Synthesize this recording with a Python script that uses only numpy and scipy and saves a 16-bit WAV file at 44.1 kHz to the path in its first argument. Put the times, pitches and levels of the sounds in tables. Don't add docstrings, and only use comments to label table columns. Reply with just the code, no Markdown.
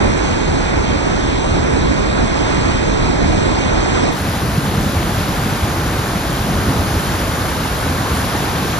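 import sys
import numpy as np
from scipy import signal
from scipy.io import wavfile
from scipy.ndimage import uniform_filter1d

SR = 44100
rng = np.random.default_rng(int(sys.argv[2]) if len(sys.argv) > 2 else 0)


def materialize(psi):
    bounded = np.clip(np.atleast_2d(psi).T, -1, 1)
    quanta = np.round(bounded * 32767).astype(np.int16)
    wavfile.write(sys.argv[1], SR, quanta)


def convert_level_to_amplitude(level_db):
    exponent = np.asarray(level_db, float) / 20
    return 10 ** exponent


N = 387638
SIZE, HOP = 1024, 256


def evened(x):
    return x / np.sqrt(np.mean(abs(x) ** 2) + 1e-20)


def spectra(x):
    return signal.stft(x, SR, nperseg=SIZE, noverlap=SIZE - HOP, boundary="even")


def sound(z):
    return signal.istft(z, SR, nperseg=SIZE, noverlap=SIZE - HOP)[1][..., :N]


def roar(near, colour, ports, place, low_cut_hz, bubble_share, patchy_db, splash_db):
    hz, t, near = spectra(near)
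    bin_power = np.mean(abs(near) ** 2, 1, keepdims=True)
    near = near / np.sqrt(bin_power + np.mean(abs(near) ** 2) * 0.034)
    a, b, c, d, patches = rng.standard_normal((len(t), len(hz), 5)).T
    share = np.clip(bubble_share, 0, 1)
    common = np.sqrt(1 - share) * (a + 1j * b) + np.sqrt(2 * share) * near
    own = c + 1j * d

    f, like, lead_rad = np.transpose(ports)
    like = np.interp(hz, f, like)[:, None]
    lead_rad = np.interp(hz, f, lead_rad)[:, None]
    right = (like * common + np.sqrt(1 - like ** 2) * own) * np.exp(1j * lead_rad)

    f, *levels_db = np.transpose(colour)
    colour_db = np.array([np.interp(np.log(hz + 1), np.log(f), v) for v in levels_db])[:, :, None]
    patches = evened(uniform_filter1d(uniform_filter1d(patches, 20, 0), 18, 1))
    splashes = evened(uniform_filter1d(rng.standard_normal(len(t)), 20))
    splashes = splashes * (hz / (hz + 1500))[:, None]
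    field_db = colour_db + surge_db(place, hz, t) + patchy_db * patches + splash_db * splashes
    low_cut = signal.butter(5, low_cut_hz, "high", fs=SR, output="sos")
    return signal.sosfilt(low_cut, sound(np.array([common, right]) * convert_level_to_amplitude(field_db)))


# f/Hz, left level/dB [per Hz], right level/dB [per Hz]
FIRST_COLOUR = [(44.7, -37, -35.5), (92.5, -43, -42.5), (138, -40.5, -45), (264, -46, -39.5),
                (464, -46, -43), (670, -54, -48.5), (895, -51, -52), (1440, -56.5, -52.5),
                (2445, -62.5, -56), (2870, -62.5, -62.5), (4560, -66.5, -65.5), (6340, -68.5, -70),
                (8500, -76.5, -72.5), (9800, -86, -86.5)]
# f/Hz, likeness [0-1], right phase lead/rad; path difference in the treble
FIRST_PORTS = [(105, .994, .13), (130, .85, .7), (175, .78, 1.55), (250, .8, 2.1), (400, .85, 2.4),
               (650, .42, 4.7), (900, .78, 4.9), (1500, .2, 3.2), (1850, .55, 3.9), (2100, .2, 4.1),
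               (2400, .8, 4.2), (2800, .86, 3.14), (4820, .92, -3.14), (9100, .92, -15.8)]


def first_roar(near):
    return convert_level_to_amplitude(17.0) * roar(near, FIRST_COLOUR, FIRST_PORTS, place=0, low_cut_hz=28,
                            bubble_share=0.12, patchy_db=0.89, splash_db=0.3)


# f/Hz, left level/dB [per Hz], right level/dB [per Hz]
SECOND_COLOUR = [(55, -40.8, -40.8), (100, -41, -41.3), (250, -47.8, -46.8), (450, -53, -52.6),
                 (800, -54, -52), (1550, -56.1, -53.2), (1800, -58.9, -60.2), (2700, -63.4, -64.2),
                 (3700, -63.8, -64.7), (5100, -66.6, -70.3), (8400, -70.6, -70.6), (11000, -72, -72),
                 (13500, -75.6, -75.6), (15500, -77.3, -77.3)]
# f/Hz, likeness [0-1], right phase lead/rad
SECOND_PORTS = [(60, .94, -.05), (300, .88, -.08), (800, .68, -.6), (1450, .1, -.6), (1800, .72, -.3),
                (2800, .58, -1.05), (5000, .55, -.75), (5700, .55, 1.0), (7000, .65, 1.4), (8200, .7, 3.1),
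                (9700, .7, 5.0), (10900, .7, 5.2), (11500, .7, 5.9), (13000, .7, 6.9), (15400, .7, 9.6)]


def second_roar(near):
    return convert_level_to_amplitude(17.5) * roar(near, SECOND_COLOUR, SECOND_PORTS, place=1, low_cut_hz=43,
                            bubble_share=0.13, patchy_db=0.41, splash_db=0.27)


LAYER_HZ = (150, 930, 4500)
FOLLOWS = (-0.27, 0.87, 0.98)  # rumble, body, spray against whitewater, dB per dB
# t/s, level/dB [about the mean]
WHITEWATER = [
    [(0, 0.3), (.7, -1.3), (1.05, -1), (2.05, -0.9), (2.4, 0.5), (3.05, -0.4), (3.5, 0.5), (4.1, 1.5)],
    [(4.2, -1.2), (4.6, -1.6), (5.2, -0.5), (6, -0.9), (6.6, -0.3), (7.05, 0.4), (7.7, -0.5), (8.45, 0.8),
     (8.79, 0.2)],
]
# rumble level/dB, body level/dB, spray level/dB
LAYER_DB = [
    (-.5, 0, 0),
    (-.7, -0.92, .1),
]
# t/s, level/dB
HEAVES = [(.35, 0.3), (3.15, 1.8), (4.85, 2.5), (5.97, 0), (6.7, 2.5), (8.05, 0)]
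HEAVE_S = 0.3


def surge_db(place, hz, t):
    whitewater_db = np.interp(t, *np.transpose(WHITEWATER[place]))
    layers_db = np.outer(FOLLOWS, whitewater_db) + np.array(LAYER_DB[place])[:, None]
    heave_db = sum(db * np.exp(-((t - s) / HEAVE_S) ** 2) for s, db in HEAVES)
    shares = np.array([np.interp(np.log(hz + 1), np.log(LAYER_HZ), row) for row in np.eye(3)])
    return shares.T @ layers_db + np.outer(shares[0], heave_db)


def bubbles(per_s=9000, cycles=12, spread_db=2.5, rise=.15):
    out = np.zeros(N)
    pocket_hz = np.geomspace(250, 9000, 20)
    for hz in pocket_hz:
        u = np.arange(int(cycles / hz * SR)) * hz / SR / cycles
        envelope = u ** 0.42 * np.exp(-4 * u)
        ring = np.sin(2 * np.pi * cycles * (u + rise * u ** 2)) * envelope
        chance = per_s * hz / pocket_hz.sum() / SR
        hits = np.flatnonzero(rng.random(N) < chance)
        bursts = np.zeros(N)
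        bursts[hits] = convert_level_to_amplitude(spread_db * np.minimum(rng.exponential(1, len(hits)), 5))
        out += signal.oaconvolve(bursts, ring / np.linalg.norm(ring))[:N]
    return evened(out)


# t/s, peak level/dB, f/Hz
THUDS = [(4.571, -2, 159), (4.713, -18, 127), (4.772, -6, 195), (4.949, -3, 86.1), (5.166, -14, 103),
         (5.455, -7.5, 213), (5.611, -6, 82.6), (5.975, -6, 122), (6.149, -5, 171), (6.675, -8, 102),
         (6.778, -5.5, 84), (6.949, -9, 96.9), (7.898, -24, 117), (8.098, -13, 72.7)]


def thuds(cycles=4.26):
    out = np.zeros(N)
    for s, db, hz in THUDS:
        u = np.arange(int(cycles / hz * SR)) * hz / SR
        swell = convert_level_to_amplitude(db) * np.sin(2 * np.pi * u) * np.sin(np.pi * u / cycles) ** 2
        part = out[round(s * SR):][:len(u)]
        part += swell[:len(part)]
    return out


CHANGE_S = (4.085, 4.185)


def scene():
    fade = np.interp(np.arange(N) / SR, CHANGE_S, (0, 1))
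    near = bubbles()
    first = first_roar(near)
    second = second_roar(near)
    return (1 - fade) * first + fade * (second + convert_level_to_amplitude(-4.5) * thuds())


# f/Hz, level/dB
KEPT_DB = [(2500, 18), (4000, 13.5), (4800, 9), (7000, 8.3), (7900, 5.2), (8500, 4.5), (11000, 4.4),
           (13500, 3.6), (15000, 3.8)]
# from t/s, mid level/dB, side level/dB
MARGIN_STEPS = [(0, 0, 0), (4.11, 9, 9), (4.2, -.2, .6), (4.9, .2, -.5), (6.65, -.7, -2.6), (8.3, -2.8, -2)]
MARGIN_WAVER_DB = .5


def joint_stereo(hz, t, z):
    pair = np.array([z[0] + z[1], z[0] - z[1]]) / 2
    power = uniform_filter1d(abs(pair) ** 2, 7, 2)
    narrow = uniform_filter1d(power, 4, 1)
    wide = power[:, :SIZE // 2].reshape(2, -1, 16, len(t)).mean(2).repeat(16, 1)
    whole = (hz[:-1, None] > 7560) & (t > CHANGE_S[1])
    power = abs(np.concatenate([np.where(whole, wide, narrow[:, :-1]), narrow[:, -1:]], 1))

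    s, *steps_db = np.transpose(MARGIN_STEPS)
    waver = evened(uniform_filter1d(rng.standard_normal(len(t)), size=6))
    change_db = np.array(steps_db)[:, np.searchsorted(s, t, "right") - 1] + MARGIN_WAVER_DB * waver
    treble = (hz > 7000)[:, None]
    margin_db = np.interp(hz, *np.transpose(KEPT_DB))[:, None] + change_db[:, None] * treble
    kept = power * convert_level_to_amplitude(2 * np.maximum(margin_db, 0)) >= power[::-1]
    makeup = np.sqrt(power.sum(0) / ((power * kept).sum(0) + 1e-30))
    mid, side = pair * kept * makeup
    return np.array([mid + side, mid - side])


def top_cut(x):
    return signal.sosfilt(signal.butter(12, 15760, fs=SR, output="sos"), x)


# from t/s, top f/Hz
BAND_LIMIT = [
    (0, 9230),
    (4.115, 13800),
    (4.165, 15750),
]


def record(dry):
    hz, t, z = spectra(np.clip(dry, -.95, .95))
    s, top_hz = np.transpose(BAND_LIMIT)
    limited = z * (hz[:, None] < top_hz[np.searchsorted(s, t, "right") - 1])
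    start = np.sin(np.pi / 2 * np.minimum(np.arange(N) / SR / .004, 1)) ** 2
    mix = start * sound(joint_stereo(hz, t, limited))
    return top_cut(mix)


dry = scene()
out = record(dry)
materialize(out)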